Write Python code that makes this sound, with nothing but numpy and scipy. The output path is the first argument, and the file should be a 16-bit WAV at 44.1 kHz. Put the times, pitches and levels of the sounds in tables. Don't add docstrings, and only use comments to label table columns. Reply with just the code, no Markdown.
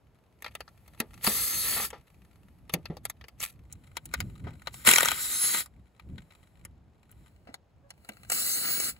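import sys
import numpy as np
from scipy import signal
from scipy.fft import rfft, irfft, next_fast_len
from scipy.io import wavfile
from scipy.ndimage import map_coordinates

SR = 44100
rng = np.random.default_rng(int(sys.argv[2]) if len(sys.argv) > 2 else 0)


def materialize(psi):
    bounded = np.clip(np.atleast_2d(psi).T, -1, 1)
    quanta = np.round(bounded * 32767).astype(np.int16)
    wavfile.write(sys.argv[1], SR, quanta)


def convert_level_to_amplitude(level_db):
    exponent = np.asarray(level_db, float) / 20
    return 10 ** exponent


N = 396459
LEAD = SR // 50

# frequency in Hz, relative density in dB.
HISS = [(2500, -29), (4200, -7), (6000, -13), (7600, -3.5), (9000, -4), (11000, -4), (13000, -5.5),
        (15600, -7.5)]
# frequency in Hz, width in Hz, relative level in dB.
COVER = [(577, 400, -0.5), (1344, 380, 4.5), (2360, 550, 2.5), (2995, 440, 0.5), (4020, 580, -2.5)]
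# frequency in Hz, width in Hz, relative level in dB.
STEEL = [(5630, 670, -8), (8000, 2800, -4), (12100, 3500, -7), (15600, 720, -8.5)]


def unit(x):
    return x / np.sqrt(np.mean(x ** 2) + 1e-20)


def along(points, hz):
    f, v = np.transpose(points)
    return np.interp(np.log(hz + 1), np.log(f + 1), v)


def curves(rows):
    s, *cols = np.transpose(rows)
    return np.array([np.interp(np.arange(N) / SR, s, c) for c in cols])


def wobble(rate):
    return map_coordinates(rng.standard_normal(int(N * rate / SR) + 4), [np.arange(N) * rate / SR], order=1)


def filtered(x, response):
    m = next_fast_len(x.shape[-1] + 4096)
    return irfft(rfft(x, m) * response(np.fft.rfftfreq(m, 1 / SR)), m)[..., :x.shape[-1]]


def noise(spectrum, channels=1):
    ends = [(0, -120)] + spectrum + [(SR / 2, -120)]
    return unit(filtered(rng.standard_normal((channels, N)), lambda hz: convert_level_to_amplitude(along(ends, hz))))


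def resonances(modes, detune=0, scatter_db=0):
    luck = rng.standard_normal((len(modes), 2))

    def response(f):
        total = 0
        for k, ((centre, width, db), (a, b)) in enumerate(zip(modes, luck)):
            hz = centre * (1 + detune * a)
            gain = (-1) ** k * convert_level_to_amplitude(db + scatter_db * b)
            total = total + gain * 1j * f * width / (hz ** 2 - f * f + 1j * f * width)
        return total
    return response


def grit(rate, spread_db, smooth, t60):
    sizes = convert_level_to_amplitude((spread_db * rng.exponential(size=N)).clip(0, 14))
    spikes = (rng.random(N) < rate / SR) * sizes
    bursts = signal.fftconvolve(spikes, convert_level_to_amplitude(-60 * np.arange(SR // 20) / SR / t60))[:N]
    rough = (unit(bursts) + smooth) * rng.standard_normal(N)
    return unit(filtered(rough, resonances(COVER + STEEL)))


def gate(on, off, rise, fall):
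    t = np.arange(N) / SR
    return np.maximum(rise * np.minimum(t - on, 0) - fall * np.maximum(t - off, 0), -120)


def stroke_db(start_s, length_s):
    return gate(start_s, start_s + length_s, rise=1400, fall=464)


def blow(tick_db, t60, rise, detune):
    t = (np.arange(SR // 8) - LEAD) / SR
    slide = convert_level_to_amplitude(-29.5 + 60 * t / 0.067)
    onset = np.where(t < 0, slide, 1 - 0.99 * np.exp(-t.clip(0) / rise))
    crack = 0.72 * convert_level_to_amplitude(-60 * abs(t - rise) / 0.0053)

    def ring(life, modes, scatter_db):
        burst = onset * (convert_level_to_amplitude(-60 * t.clip(0) / life) + crack) * rng.standard_normal(len(t))
        rung = filtered(burst, resonances(modes, detune, scatter_db))
        return rung / np.abs(rung).max()

    body = ring(t60, COVER, scatter_db=1.5)
    tick = ring(0.52 * t60, STEEL, scatter_db=3.5)
    return body + convert_level_to_amplitude(tick_db) * tick


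def add_at(out, start, sound):
    out[start:start + len(sound)] += sound


def air():
    # frequency in Hz, relative density in dB.
    gust = [(25, -20.5), (60, 0.5), (170, -11.5), (320, -26), (500, -42)]
    # frequency in Hz, relative density in dB.
    yard = [(60, -5), (250, -7), (700, -9), (1500, -19.5), (15500, -44)]
    # time in seconds, level in dB before the flapping is added.
    wind = [(0, -65.5), (1.3, -54), (2.55, -60.5), (2.85, -49.5), (3.3, -62), (3.6, -53), (4.0, -58.5),
            (4.2, -41.5), (4.38, -56.5), (4.46, -42.5), (4.6, -52.5), (6.0, -59), (6.15, -46.5),
            (6.35, -64), (6.7, -58), (6.85, -63.5), (8.99, -60.5)]
    gusts = convert_level_to_amplitude(4 * wobble(14)) * (noise(gust) + .6 * noise(gust, channels=2))
    wind_db = curves(wind)[0]
    flap = filtered(gusts.mean(0), lambda hz: hz ** 2 / (hz ** 2 + 200 ** 2))
    flap_gain = convert_level_to_amplitude(.5 * (wind_db + 39))
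    rumble = noise(yard) + 0.74 * noise(yard, channels=2)
    return convert_level_to_amplitude(wind_db) * (unit(gusts) + flap_gain * unit(flap)) + convert_level_to_amplitude(-71.0) * rumble


def hands():
    # time in seconds, level of the rattle in dB.
    shifting = [(0.3, -80), (.5, -73.5), (1.15, -64), (2.3, -74), (3.6, -77.5), (4.25, -67.5), (5.8, -79),
                (6.6, -73.5), (6.8, -93), (7.25, -71.5), (7.75, -90.5), (8.05, -64.5)]
    rattle = grit(rate=28, spread_db=2, smooth=0.5, t60=.018)
    held = unit(filtered(rattle, lambda hz: 1 / (1 + 1j * hz / 5000)))
    held = held + convert_level_to_amplitude(-10.0) * noise(HISS)[0]
    return convert_level_to_amplitude(curves(shifting)[0] + 2.2 * wobble(7.5)) * held


def clinks():
    # time in seconds, peak of the cover's ring in dB, peak of the steel tick over it in dB.
    touches = [(0.422, -35.5, 0.5), (0.444, -29, -16), (0.462, -28, -23), (0.479, -41, -15),
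               (0.551, -27, -4), (0.605, -30.5, -9), (0.678, -39.5, -38), (0.878, -50, 3.5),
               (1.001, -21, 0.5), (1.14, -44, -1), (1.245, -24.5, 5), (1.266, -16.5, -3.5),
               (1.273, -14, 0.5), (1.903, -37.5, 4.5), (2.695, -33, -7), (2.737, -19.5, 2),
               (2.855, -32, -14), (2.968, -34.5, -10), (3.052, -26, 4.5), (3.098, -29, 3),
               (3.211, -42, -23), (3.24, -39.5, -25), (3.283, -40.5, -0.5), (3.402, -36.5, 9),
               (3.725, -63, 31), (3.968, -24.5, -3), (4.055, -49.5, 16), (4.138, -20.5, -1),
               (4.203, -24.5, -1), (4.671, -25, -8.5), (4.741, -38.5, 2), (4.849, -29, 3.5),
               (5.545, -21.5, -14), (5.659, -45.5, 7), (5.996, -44, -11), (6.181, -40.5, -40.5),
               (6.308, -51, -18), (6.65, -42, 10), (7.114, -67, 21), (7.541, -31.5, -6), (7.904, -38.5, 2),
               (8.047, -46.5, -2), (8.089, -31.5, 0.5), (8.299, -27.5, 7), (8.318, -22, 3.5),
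               (8.8, -27.5, 8.5), (8.943, -54.5, -14)]
    out = np.zeros(N + SR)
    for s, db, tick_db in touches:
        contact = blow(tick_db, t60=0.041, rise=0.00053, detune=0.098)
        add_at(out, round(s * SR) - LEAD, convert_level_to_amplitude(db) * contact)
    return out[:N]


def knocks():
    # time in seconds, level of the boom in dB, pitch in Hz.
    thumps = [(1.003, -29.5, 230), (1.274, -24.5, 209), (1.765, -32.5, 770), (1.799, -32.5, 790),
              (1.93, -38, 530), (2.739, -24.5, 171.4), (2.9, -27.5, 162), (4.445, -47, 450),
              (4.469, -37.5, 416), (4.879, -22.5, 221.8), (6.126, -37, 74), (7.472, -48, 585),
              (7.49, -45, 260), (8.092, -42.5, 214)]
    out, t = np.zeros(N + SR), np.arange(SR // 8) / SR
    for s, db, hz in thumps:
        boom = convert_level_to_amplitude(-60 * t * hz / 18) * np.sin(2 * np.pi * hz * t)
        panel = resonances([(1.4 * hz, 2.5 * hz, 4)])
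        rattle = filtered(rng.standard_normal(len(t)), lambda f: panel(f) ** 2)
        add_at(out, round(s * SR), convert_level_to_amplitude(db) * (boom + convert_level_to_amplitude(-60 * t / 0.16) * rattle))
    return out[:N]


def trigger():
    # on in seconds, off in seconds, brush and fan hiss at first in dB,
    # the same hiss once settled in dB.
    pulls = [(1.244, 1.853, -32, -35), (4.733, 4.829, -59, -52.5), (4.871, 5.131, -23.5, -46),
             (5.129, 5.607, -41.5, -33.5), (8.321, 8.896, -30.5, -36)]
    # biting level in dB, turning level in dB,
    # time it comes loose in seconds, loose level in dB.
    bolts = [(-39, -45.5, 1.626, -41.5), (-64, -60.5, 4, -60.5), (-25, -42, 5.7, -41.5),
             (-47.5, -47, 5.42, -40.5), (-42, -45, 8.65, -42)]
    start_db_per_s, brake_db_per_s = 1094.5, 653.5
    settle_s, loosen_s = 0.14, 0.013
    t, levels = np.arange(N) / SR, []
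    for (on, off, first_db, held_db), (bite_db, turn_db, loose, loose_db) in zip(pulls, bolts):
        fresh = np.exp(-(t - on).clip(0) / settle_s)
        free = (1 + np.tanh((t - loose) / loosen_s)) / 2
        hiss_db = held_db + (first_db - held_db) * fresh
        grind_db = turn_db + (bite_db - turn_db) * fresh + (loose_db - turn_db) * free
        levels.append(gate(on, off, start_db_per_s, brake_db_per_s) + [hiss_db, grind_db])
    return np.max(levels, axis=0)


def motor():
    # time in seconds, commutator bars passing in Hz.
    speed = [
        [(1.24, 1851), (1.3, 1993), (1.39, 2079), (1.62, 2151), (1.68, 2207), (1.79, 2188), (1.82, 2099),
         (1.87, 1751)],
        [(5.15, 1747), (5.29, 2016), (5.4, 2167), (5.45, 2200), (5.53, 2225), (5.565, 2147), (5.63, 1600)],
        [(8.3, 1605), (8.46, 1994), (8.58, 2183), (8.81, 2236), (8.87, 2056), (8.92, 1600)],
    ]
    # multiple of the bar rate, then the tone's amplitude over the hiss rms
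    # at full speed in dB, for the first, second and third bolt.
    orders = [(.6, -22, -26, -24), (1, -19, -28, -19), (1.8, -15, -15, -17), (2, -11, -10, -11),
              (2.4, -16, -18, -16), (3, -10, -8, -9), (4, -14, -8, -3), (5, -5, -3, -10), (6, -12, -14, -6),
              (7, -12, -11, -7)]
    # frequency in Hz, relative density in dB.
    grind_spectrum = [(100, -2.5), (220, -0.5), (800, -7), (1350, 3.5), (2200, -1), (3800, -2.5),
                      (5500, -12.5)]
    run_ends = [rows[-1][0] + 1 for rows in speed[:-1]]
    run = np.digitize(np.arange(N) / SR, run_ends)
    hiss_db, grind_db = trigger()
    bars = curves(sum(speed, []))[0]
    phase = 2 * np.pi * np.cumsum(bars * (1 + .004 * wobble(150))) / SR
    turn = 1 + 0.13 * np.sin(phase / 10)
    hiss = noise(HISS)[0] * turn * convert_level_to_amplitude(0.87 * wobble(300) + 1.4 * wobble(25))
    clear_db = 110 * np.minimum(bars / 2100 - 1, 0)
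    tones = np.zeros(N)
    for multiple, *run_db in orders:
        level = convert_level_to_amplitude(np.take(run_db, run) + 3 * wobble(20))
        tones += level * np.sin(multiple * phase + rng.uniform(0, 2 * np.pi))
    grind = noise(grind_spectrum)[0] * convert_level_to_amplitude(1.9 * wobble(90) + 0.19 * wobble(26))
    whine = unit(hiss) + convert_level_to_amplitude(clear_db) * turn * tones
    return convert_level_to_amplitude(hiss_db) * whine + convert_level_to_amplitude(grind_db) * unit(grind)


def scrape():
    # start in seconds, length in seconds, level in dB.
    strokes = [(3.413, 0.038, -37.5)]
    stroke = sum(convert_level_to_amplitude(db + stroke_db(s, length)) for s, length, db in strokes)
    rasp = grit(rate=300, spread_db=6, smooth=.3, t60=.006)
    return stroke * unit(filtered(rasp, lambda hz: 1j * hz / (1j * hz + 3000)))


def hammer():
    bite_s, bite_db = 4.872, -7.5
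    first_blow_s, blow_db, blow_loss_db, scatter_db = 4.8875, -7.5, 1.02, 1
    blows, steady_blows = 10, 6
    gap_s, gap_grows_s = .0236, 0.0025
    cam_lead_s, cam_db, cam_loss_db = .008, -20, .6
    k = np.arange(blows)
    late = (k - steady_blows).clip(0)
    s = first_blow_s + gap_s * k + gap_grows_s * late * (late + 1) / 2
    scatter = scatter_db * rng.standard_normal((2, blows))
    strike_db = blow_db - blow_loss_db * k + scatter[0]
    click_db = cam_db - cam_loss_db * k + scatter[1]
    out = np.zeros(N + SR)
    for at, db in [(bite_s, bite_db), *zip(s, strike_db), *zip(s - cam_lead_s, click_db)]:
        contact = blow(tick_db=1.0, t60=0.022, rise=0.0018, detune=0.051)
        add_at(out, round(at * SR) - LEAD, convert_level_to_amplitude(db) * contact)
    return out[:N]


def squeak():
    start_s, length_s, pitch_hz, level_db = 7.845, 0.024, 562, -63.5
    t = np.arange(N) / SR
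    tone = sum(np.sin(2 * np.pi * k * pitch_hz * t) / k for k in (1, 2, 3))
    return convert_level_to_amplitude(level_db + stroke_db(start_s, length_s)) * tone


def nearby(x):
    # from time in seconds, delay of the right microphone in samples
    places = [(0, 0), (3.65, 1), (7.3, 8), (9, 0)]
    out, t = np.zeros((2, N + SR)), np.arange(SR // 16) / SR
    for (start, late), (end, _) in zip(places, places[1:]):
        tail = rng.standard_normal((2, len(t))) * convert_level_to_amplitude(-60 * t / 0.022)
        tail = filtered(tail, lambda hz: 1j * hz / (1j * hz + 600))
        tail = convert_level_to_amplitude(-1.0) * tail / np.linalg.norm(tail[0])
        tail[[0, 1], [0, late]] += 1
        heard = signal.fftconvolve(x[None, round(start * SR):round(end * SR)], tail, axes=1)
        out[:, round(start * SR):][:, :heard.shape[1]] += heard
    return out[:, :N]


def scene():
    # frequency in Hz, left over right in dB.
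    left = [(200, 0), (1200, 3.5), (6500, 3.5)]
    work = nearby(hands() + clinks() + knocks() + motor() + scrape() + hammer() + squeak())
    placed = filtered(work, lambda hz: convert_level_to_amplitude(along(left, hz) * [[.5], [-.5]]))
    return placed + air()


def top_cut(x):
    return signal.sosfilt(signal.butter(12, 16990, fs=SR, output="sos"), x)


def record(dry):
    crossover_hz, top_hz, top_order = 5800, 15900, 160
    lag_s = .0002205

    def high(hz):
        return 1 / (1 + (crossover_hz / (hz + 1)) ** 14) ** .5

    def skew(hz):
        return np.array([-np.exp(-1j * np.pi * hz * lag_s), np.exp(1j * np.pi * hz * lag_s)])

    treble = filtered(dry[0], lambda hz: high(hz) * skew(hz) / (1 + (hz / top_hz) ** top_order))
    low = filtered(dry, lambda hz: np.sqrt(abs(1 - high(hz) ** 2)))
    return top_cut(np.tanh(low + treble))


dry = scene()
out = record(dry)
materialize(out)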